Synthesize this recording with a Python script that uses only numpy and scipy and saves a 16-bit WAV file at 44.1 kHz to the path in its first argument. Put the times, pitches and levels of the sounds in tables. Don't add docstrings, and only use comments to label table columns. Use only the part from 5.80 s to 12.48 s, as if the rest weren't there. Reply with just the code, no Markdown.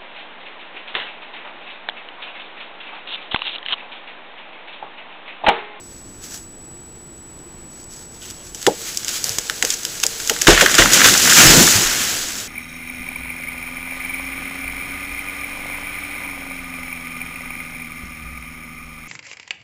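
import sys
import numpy as np
from scipy import signal
from scipy.fft import rfft, irfft, next_fast_len
from scipy.io import wavfile
from scipy.ndimage import uniform_filter1d, map_coordinates

SR = 44100
rng = np.random.default_rng(int(sys.argv[2]) if len(sys.argv) > 2 else 0)


def store_wav(level_fs):
    pcm = np.round(np.clip(np.atleast_2d(level_fs), -1, 1) * 32767)
    wavfile.write(sys.argv[1], SR, pcm.T.astype(np.int16))


def linear_from_db(decibels):
    return 10 ** (np.asarray(decibels, float) / 20)


N = 294442

# t/s, level/dB
TEARING = [
    (2.7, -57),
    (2.76, -44),
    (2.83, -36),
    (3.08, -34),
    (3.43, -34),
    (3.7, -33),
    (4.08, -32.5),
    (4.41, -30),
    (4.655, -27),
]
# t/s, level/dB, weight of moving wood/dB
FALL = [
    (5.4, -16, 3),
    (5.55, -13.5, 1),
    (5.6, -9, 8),
    (5.8, -11, 4),
    (5.85, -12, -0.5),
    (5.92, -14.5, 2.5),
    (6.09, -20, 5.5),
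    (6.4, -25.5, 3.5),
    (6.677, -32.5, 3),
]
# t/s, splinter/dB, wood/dB, trunk thump/dB, t60/s
RIPS = [(4.67, -1.5, 1.5, 3, 0.45), (4.704, -5, -9, -5.5, 0.15), (4.731, -23, -11, -29, 0.076),
        (4.81, 1.5, 4, -4.5, 0.063), (4.982, -1, 1.5, -4, .25), (5.02, -15, 0, -20, 0.048),
        (5.122, -7.5, -14, -24, .084), (5.133, 1.5, -15, -37, .074), (5.242, -2, -1.5, -15, 0.12),
        (5.254, -6, -2, -30, 0.2), (5.495, -1.5, -9.5, -24, 0.54)]
# f/Hz, width/Hz, level/dB
TRUNK = [(180, 65, -11), (330, 260, -7), (492, 110, 1.5), (597, 61, -4.5), (840, 215, -9)]
# f/Hz, width/Hz, level/dB
LOOSE_TRUNK = [(222, 240, -12), (350, 58, 9), (517, 560, -3.5)]


def unit(x):
    return x / np.sqrt(np.mean(x ** 2) + 1e-20)


def filtered(x, response):
    size = next_fast_len(N + 8192)
    hz = np.fft.rfftfreq(size, 1 / SR)
    return irfft(rfft(x, size) * response(hz), size)[:N]


def coloured(x, points):
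    f, db = np.transpose(points)

    def response(hz):
        return linear_from_db(np.interp(np.log(hz + 1), np.log(f), db, -120, -120))

    return unit(filtered(x, response))


def resonant(x, peaks):
    size = x.shape[-1]
    f = np.fft.rfftfreq(2 * size, 1 / SR)
    once = 0
    for k, (centre, width, db) in enumerate(peaks):
        mode = 1j * f * width / (centre * centre - f * f + 1j * f * width)
        once = once + (-1) ** k * linear_from_db(db / 2) * mode
    y = irfft(rfft(x, 2 * size) * once ** 2)[..., :size]
    return y / abs(y).max(-1, keepdims=True)


def wobble(rate):
    knots = rng.standard_normal(int(N * rate / SR) + 4)
    return map_coordinates(knots, [np.arange(N) * rate / SR])


def grains(rate, spread_db, life_s):
    sizes = linear_from_db(spread_db * rng.exponential(1, N).clip(0, 4))
    kicks = (rng.random(N) < rate / SR) * sizes
    return unit(signal.lfilter([1], [1, -np.exp(-1 / (life_s * SR))], kicks))


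def surges(rows):
    t = np.arange(N) / SR
    rise_s, fall_s = 0.05, 0.09
    power = 0
    for s, hold, db in rows:
        before, after = (s - t).clip(0), (t - s - hold).clip(0)
        power = power + linear_from_db(db - 20 * before / rise_s - 20 * after / fall_s) ** 2
    return power


def strain(t):
    # t/s, level/dB, weight of moving wood/dB
    breaking = [
        (4.75, -28.5, 18),
        (4.8, -20, 13.5),
        (4.9, -21, 7.5),
        (5.04, -17.5, 7.5),
        (5.09, -21, 9),
        (5.17, -13.5, 6),
        (5.3, -12.5, 1.5),
        (5.36, -17, 4),
    ]
    standing = [(s, db, 0) for s, db in TEARING]
    s, level_db, weight_db = np.transpose(standing + breaking + FALL)
    still_db = -61
    return np.interp(t, s, level_db, still_db), np.interp(t, s, weight_db)


def voiced(s, splinter_db, wood_db, t60, thump_db=None):
    if thump_db is None:
        thump_db = wood_db - 28.5 + 12 * np.log2(t60 / 0.0089)
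    split_db = (splinter_db + wood_db) / 2
    return s, splinter_db, split_db, wood_db, thump_db, t60


def cracks(events, trunk, gain_db, thump_db, late_s, tail_db, lumpy_db, size):
    # f/Hz, width/Hz, level/dB
    splinter = [(4710, 960, 3.5), (6970, 2570, 7.5)]
    # f/Hz, width/Hz, level/dB
    spark = [(10350, 5400, 15), (13700, 830, 19)]
    # f/Hz, width/Hz, level/dB
    split = [(3170, 1840, 0)]
    # f/Hz, width/Hz, level/dB
    knock = [(1535, 1185, 1), (1920, 1350, 0.5)]
    s, splinter_db, split_db, knock_db, low_db, t60 = np.transpose(events)[:, :, None]
    t = np.arange(size) / SR
    draws = rng.standard_normal((len(events), 6, size))
    kicks = np.sign(draws)
    lumps = linear_from_db(lumpy_db * unit(uniform_filter1d(draws[:, 5], size=130)))
    tail = linear_from_db(tail_db - 60 * t / (t60 + 0.16))
    onset = 1 - np.exp(-t / 0.000067)

    def burst(speed):
        return onset * lumps * (linear_from_db(-60 * speed * t / t60.clip(0.003)) + tail)

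    swell = (t / late_s) ** 3 * (np.exp(-3 * t / late_s) + 0.0047 * np.exp(-t / late_s))
    rows = linear_from_db(splinter_db + gain_db) * resonant(burst(0.83) * kicks[:, 0], splinter)
    rows += linear_from_db(splinter_db + gain_db - 13.5) * resonant(burst(0.71) * kicks[:, 4], spark)
    rows += linear_from_db(split_db + gain_db) * resonant(burst(1.05) * kicks[:, 1], split)
    rows += linear_from_db(knock_db + gain_db) * resonant(burst(1.73) * kicks[:, 2], knock)
    rows += linear_from_db(low_db + thump_db) * resonant(swell * kicks[:, 3], trunk)
    at = np.round((s - 0.0005) * SR).astype(int) + np.arange(size)
    return np.bincount(at.ravel(), rows.ravel(), N + size)[:N]


def camera_noise():
    # f/Hz, level/dB per Hz
    night = [(15, 1), (30, -2), (140, -7.5), (325, -7.5), (360, -3), (395, -14.5), (500, -16.5),
             (1100, -19.5), (2700, -26.5), (7500, -34), (8600, -33.5), (15600, -41)]
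    # f/Hz, level/dB rms
    whine_tones = [(7867, -43), (15369, -72)]
    t = np.arange(N) / SR
    noise = linear_from_db(-43 + 0.7 * wobble(4.6)) * coloured(rng.standard_normal(N), night)
    for hz, db in whine_tones:
        phase = 2 * np.pi * hz * t + 0.27 * wobble(6.7)
        noise = noise + linear_from_db(db + 3.5 + 0.78 * wobble(6.7)) * np.sin(phase)
    return noise


def foliage():
    # start t/s, hold/s, level/dB
    stirs = [(0.0, .2, -50), (.24, .16, -54), (.44, .02, -38), (.51, .05, -37.5), (.6, .04, -57),
             (1.92, 0.09, -51), (2.12, 0.11, -45), (2.24, 0.075, -56), (2.34, 0.015, -47),
             (2.42, 0.087, -40), (2.54, 0.1, -48), (2.65, 0.043, -43), (3.07, .03, -30), (3.29, .02, -29),
             (3.34, .03, -25), (3.46, 0.053, -28.5), (3.87, .05, -28)]
    # start t/s, hold/s, level/dB
    rumbles = [
        (3.45, 0.053, -39),
        (3.84, 0.02, -38),
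        (4.51, 0.032, -36),
        (5.0, 0.043, -24),
        (5.12, .03, -28.5),
        (5.26, 0.065, -23.5),
        (5.59, 0.024, -24),
        (5.7, 0.11, -17),
        (5.95, 0.06, -29),
    ]
    # f/Hz, level/dB per Hz
    dry_leaves = [(2500, -40), (3500, -8.5), (4500, -5.5), (5600, -0.5), (7000, -1), (8100, -4),
                  (8500, -36)]
    # f/Hz, level/dB per Hz
    crackle_colour = [(2000, -13), (3000, -6.5), (4100, -4), (6800, 0), (8100, -3), (8500, -82)]
    # f/Hz, level/dB per Hz
    swish_colour = [(500, -4.5), (950, -6), (1500, 4), (2500, 0.5), (3300, -0.5), (4500, -11)]
    # f/Hz, level/dB per Hz
    air_colour = [(7900, -49), (8400, 0.5), (10500, 0), (11800, -5), (13000, -0.5), (14600, -1.5),
                  (15600, -6)]
    # f/Hz, level/dB per Hz
    groan_colour = [(60, -25), (120, -5.5), (300, -11), (400, -9), (455, 1.5), (520, -9), (900, -10.5),
                    (1400, -34)]
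    # f/Hz, level/dB per Hz
    thud_colour = [(30, -7), (120, 0), (200, 3.5), (350, 2.5), (600, -4.5), (1000, -8), (1500, -47)]
    t = np.arange(N) / SR
    level_db, weight_db = strain(t)
    weeds = t < TEARING[0][0]
    level = np.sqrt(linear_from_db(level_db) ** 2 + surges(stirs))
    breaks = grains(500, spread_db=4.5, life_s=0.0029)
    flutter = 0.58 * wobble(30)

    def rough(share):
        return (1 + share * breaks) * rng.standard_normal(N)

    leaves = np.where(weeds, coloured(rough(0.52), dry_leaves), coloured(rough(0.25), crackle_colour))
    crackle = level * linear_from_db(flutter + 0.55 * wobble(40)) * leaves
    swish_db = -8.5 + 0.5 * weeds + weight_db + flutter + 0.25 * wobble(35)
    swish = level * linear_from_db(swish_db) * coloured(rough(0.24), swish_colour)
    air_db = -7.5 - 1 * weeds + flutter + 0.8 * wobble(26)
    air = level * linear_from_db(air_db) * coloured(rough(0.36), air_colour)
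    murmur_db = -53.5
    moving = linear_from_db(level_db - 14.5 + 0.42 * weight_db) ** 2
    low = np.sqrt(moving + linear_from_db(murmur_db) ** 2 + surges(rumbles))
    groan = coloured(rng.standard_normal(N), groan_colour)
    heavy = coloured(rng.standard_normal(N), thud_colour)
    thud = low * linear_from_db(1.6 * wobble(15)) * np.where(t < RIPS[0][0], groan, heavy)
    return crackle + swish + air + thud


def stalk_ticks():
    # t/s, peak level/dB
    stalks = [(0.4544, -25), (0.52, -21), (.165, -30), (.63, -31), (.852, -37), (1.5908, -31),
              (2.0293, -34), (2.0413, -26), (2.1085, -28), (2.1161, -31), (2.1355, -26), (2.1635, -23),
              (2.3426, -30), (6.4974, -27)]
    # t/s, peak level/dB
    branches = [
        (5.455, -7),
        (5.474, -5.5),
        (5.524, 0.5),
        (5.57, -7),
        (5.875, -6),
    ]
    events = [(s, db, db - 14, -90, -90, 0.009) for s, db in stalks]
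    events += [(s, db - 1, db - 16, db + 4, -90, 0.02) for s, db in branches]
    return cracks(events, TRUNK, gain_db=-4.5, thump_db=0, late_s=0.012, tail_db=-27, lumpy_db=-5.5, size=2048)


def jolts():
    # t/s, peak level/dB, f/Hz
    shakes = [(2.87, -21, 131), (2.895, -15, 288), (3.5, -28, 109), (3.585, -25, 424), (4.987, 0.5, 334),
              (4.678, -5.5, 130), (4.682, -8, 34.5), (4.682, 9, 330), (4.721, -15.5, 77), (4.988, -12, 107),
              (4.99, -14, 36.5), (5.652, -4, 141), (5.651, -4.5, 350), (5.67, -13, 37.4), (5.7, -4.5, 160),
              (5.717, -4, 310), (5.764, -2.5, 277), (5.774, -3.5, 161), (5.807, -3.5, 221),
              (5.953, -11, 105), (5.978, -17, 139), (6.05, -25, 29.8)]
    t = np.arange(N) / SR
    total = np.zeros(N)
    for s, db, hz in shakes:
        since = (t - s).clip(0)
        t60 = 0.13 / (hz / 100) ** 0.87
        swing = np.sin(2 * np.pi * hz * since)
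        total += linear_from_db(db - 60 * since / t60) * (1 - np.exp(-since / 0.0035)) * swing
    return total


def puffs():
    # t/s, peak level/dB
    pushes = [
        (2.8661, -7),
        (3.4421, -24),
        (3.5847, -9.5),
        (3.8255, -16),
        (4.4967, -17),
        (4.669, -3),
    ]
    t = np.arange(N) / SR
    total = np.zeros(N)
    for s, db in pushes:
        u = (t - s).clip(0) / 0.00052
        total += linear_from_db(db) * (t > s) * (1 - u) * np.exp(-u)
    return total


def creak():
    # t/s, level/dB
    course = [
        (2.4, -69.5),
        (2.425, -42),
        (2.48, -40),
        (2.52, -50),
        (2.6, -52),
        (2.66, -54),
    ]
    db = np.interp(np.arange(N) / SR, *np.transpose(course), -120, -120)
    slips = grains(390, spread_db=2, life_s=0.0031) * rng.standard_normal(N)
    return linear_from_db(db - 2.5) * unit(resonant(slips, [(3120, 1200, 0)]))


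def fibres():
    draws = rng.random((160, 4))
    per_s, over_db, spread_db = 45, 7, 2
    s = TEARING[2][0] + np.cumsum(-np.log(draws[:, 0])) / per_s
    db = strain(s)[0] + over_db - spread_db * np.log(draws[:, 1].clip(0.05))
    wood_db = db - 9 - 18 * draws[:, 2]
    t60 = 0.0022 + 0.0053 * draws[:, 3]
    events = np.transpose(voiced(s, db, wood_db, t60))[s < FALL[-1][0] - 0.05]
    return cracks(events, TRUNK, gain_db=-1, thump_db=3, late_s=0.012, tail_db=-30, lumpy_db=-1.5, size=1024)


def snaps():
    # t/s, splinter peak/dB, wood peak/dB, t60/s
    firm = [(2.7468, -17, -36.5, 0.04), (3.1731, -2, -31, 0.0094), (3.247, -9, -28, 0.0044),
            (3.282, -8, -24, 0.0064), (3.282, -10, -30, 0.0092), (3.2908, -8, -24, 0.018),
            (3.442, 0, -35, 0.0093), (3.4937, -3, -30, 0.0039), (3.5848, -1, -21.5, 0.015),
            (3.698, -7, -6, 0.0086), (3.8256, 0, -3.5, 0.015), (3.85, -0.5, -15, 0.0047),
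            (3.9036, -1, -19, 0.0078), (3.9053, -4, -33, 0.012), (3.925, -11, -30, 0.0074),
            (3.9391, -7.5, -27, 0.025), (4.051, -3.5, -19.5, 0.014), (4.2006, -12, -29, 0.0073),
            (4.2322, -5, -20, 0.0094), (4.2364, 2, -8.5, 0.016), (4.2657, 5, -30, .008),
            (4.4007, -11.5, -20, 0.011), (4.475, -5, -32, 0.011), (4.4966, 2, -4, 0.019),
            (4.5636, -19, -15.5, 0.016), (4.615, -3, -21.5, 0.028), (4.6191, 1, -15, 0.0068),
            (4.648, -18, -19, .0091)]
    # t/s, splinter/dB, wood/dB, t60/s, trunk thump/dB
    heart_fibre = (2.8661, -3, 0, .028, -4)
    # t/s, peak
    # level/dB
    thin = [(0.4393, -26), (0.5427, -20), (.5755, -26), (1.3785, -36), (2.4273, -25), (2.502, -20),
            (2.5091, -19), (2.8171, -18), (2.8217, -23), (2.8277, -14), (2.8549, -30), (3.1472, -17),
            (3.3138, -14), (3.4294, -21), (3.5204, -16), (4.0332, -14), (4.5887, -14)]
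    # t/s, splinter peak/dB, wood peak/dB, t60/s
    loose = [(4.7767, -12, 3.5, 0.016), (4.861, -3, 4, 0.019), (4.883, -14, -7, 0.014),
             (4.8975, -8, -9.5, 0.0083), (4.9143, -5, -21, 0.01), (4.9246, -10, -21, .01),
             (4.9423, -3, -7.5, 0.036), (4.952, 3, -16, 0.0072), (5.0585, -23, 1.5, 0.015),
             (5.2062, -6, 1.5, 0.0091), (5.2164, -9, 3.5, 0.024), (5.2853, -11, 1, 0.012),
             (5.3388, -1.5, -8.5, 0.021), (5.3512, -12, -5, 0.018), (5.376, -1, -31, 0.026)]
    standing = [voiced(*row) for row in firm + [heart_fibre]]
    standing += [voiced(s, db, db - 16.5, 0.0077) for s, db in thin]
    half_torn = [voiced(*row) for row in loose]
    manner = dict(gain_db=-2, late_s=0.0095, tail_db=-24.5, lumpy_db=-0.5, size=4096)
    return cracks(standing, TRUNK, thump_db=3.5, **manner) + cracks(half_torn, LOOSE_TRUNK, thump_db=-7, **manner)


def rips():
    torn = [voiced(s, splinter_db, wood_db, t60, low_db) for s, splinter_db, wood_db, low_db, t60 in RIPS]
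    return cracks(torn, LOOSE_TRUNK, gain_db=0, thump_db=-2, late_s=0.017, tail_db=-24, lumpy_db=1.5, size=8192)


def scene():
    tree = snaps() + rips() + fibres() + creak() + puffs()
    surroundings = stalk_ticks() + foliage() + jolts() + camera_noise()
    return np.tile(tree + surroundings, (2, 1))


def noise_fill(x):
    # t/s, centre f/Hz
    flecks = [(.255, 5700), (.765, 10600), (.813, 5000), (.814, 14100), (1.093, 9000), (1.158, 6800),
              (1.161, 9000), (1.345, 6800), (1.345, 13700), (1.485, 6500), (1.882, 13100), (2.183, 4730),
              (2.184, 10400), (2.694, 6430), (2.695, 9700), (3.39, 4650), (3.392, 13400), (5.598, 7000),
              (5.641, 14400), (5.689, 5370), (5.698, 8100), (5.699, 10500), (5.759, 7500), (6.153, 13800),
              (6.384, 4700)]
    side, size, width_hz = np.zeros(N), 2048, 1500
    hz = np.fft.rfftfreq(size, 1 / SR)
    fade = signal.windows.kaiser_bessel_derived(size, 4 * np.pi)
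    for s, centre_hz in flecks:
        at = round(s * SR) - size // 2
        band = abs(hz - centre_hz) < width_hz / 2
        held = irfft(rfft(x[at:at + size] * fade) * band).std()
        noise = unit(irfft(rfft(rng.standard_normal(size)) * band))
        side[at:at + size] += held * noise * fade
    return np.array([side, -side])


def band_limit(x):
    return signal.sosfilt(signal.butter(12, 15780, fs=SR, output="sos"), x)


def record(dry):
    clipped = dry / (1 + abs(dry / 1.2) ** 8) ** (1 / 8)
    clipped = clipped + noise_fill(clipped[0])
    limited = np.array([filtered(x, lambda hz: hz < 15790) for x in clipped])
    return band_limit(limited.clip(-1, 1))


dry = scene()
out = record(dry)
store_wav(out)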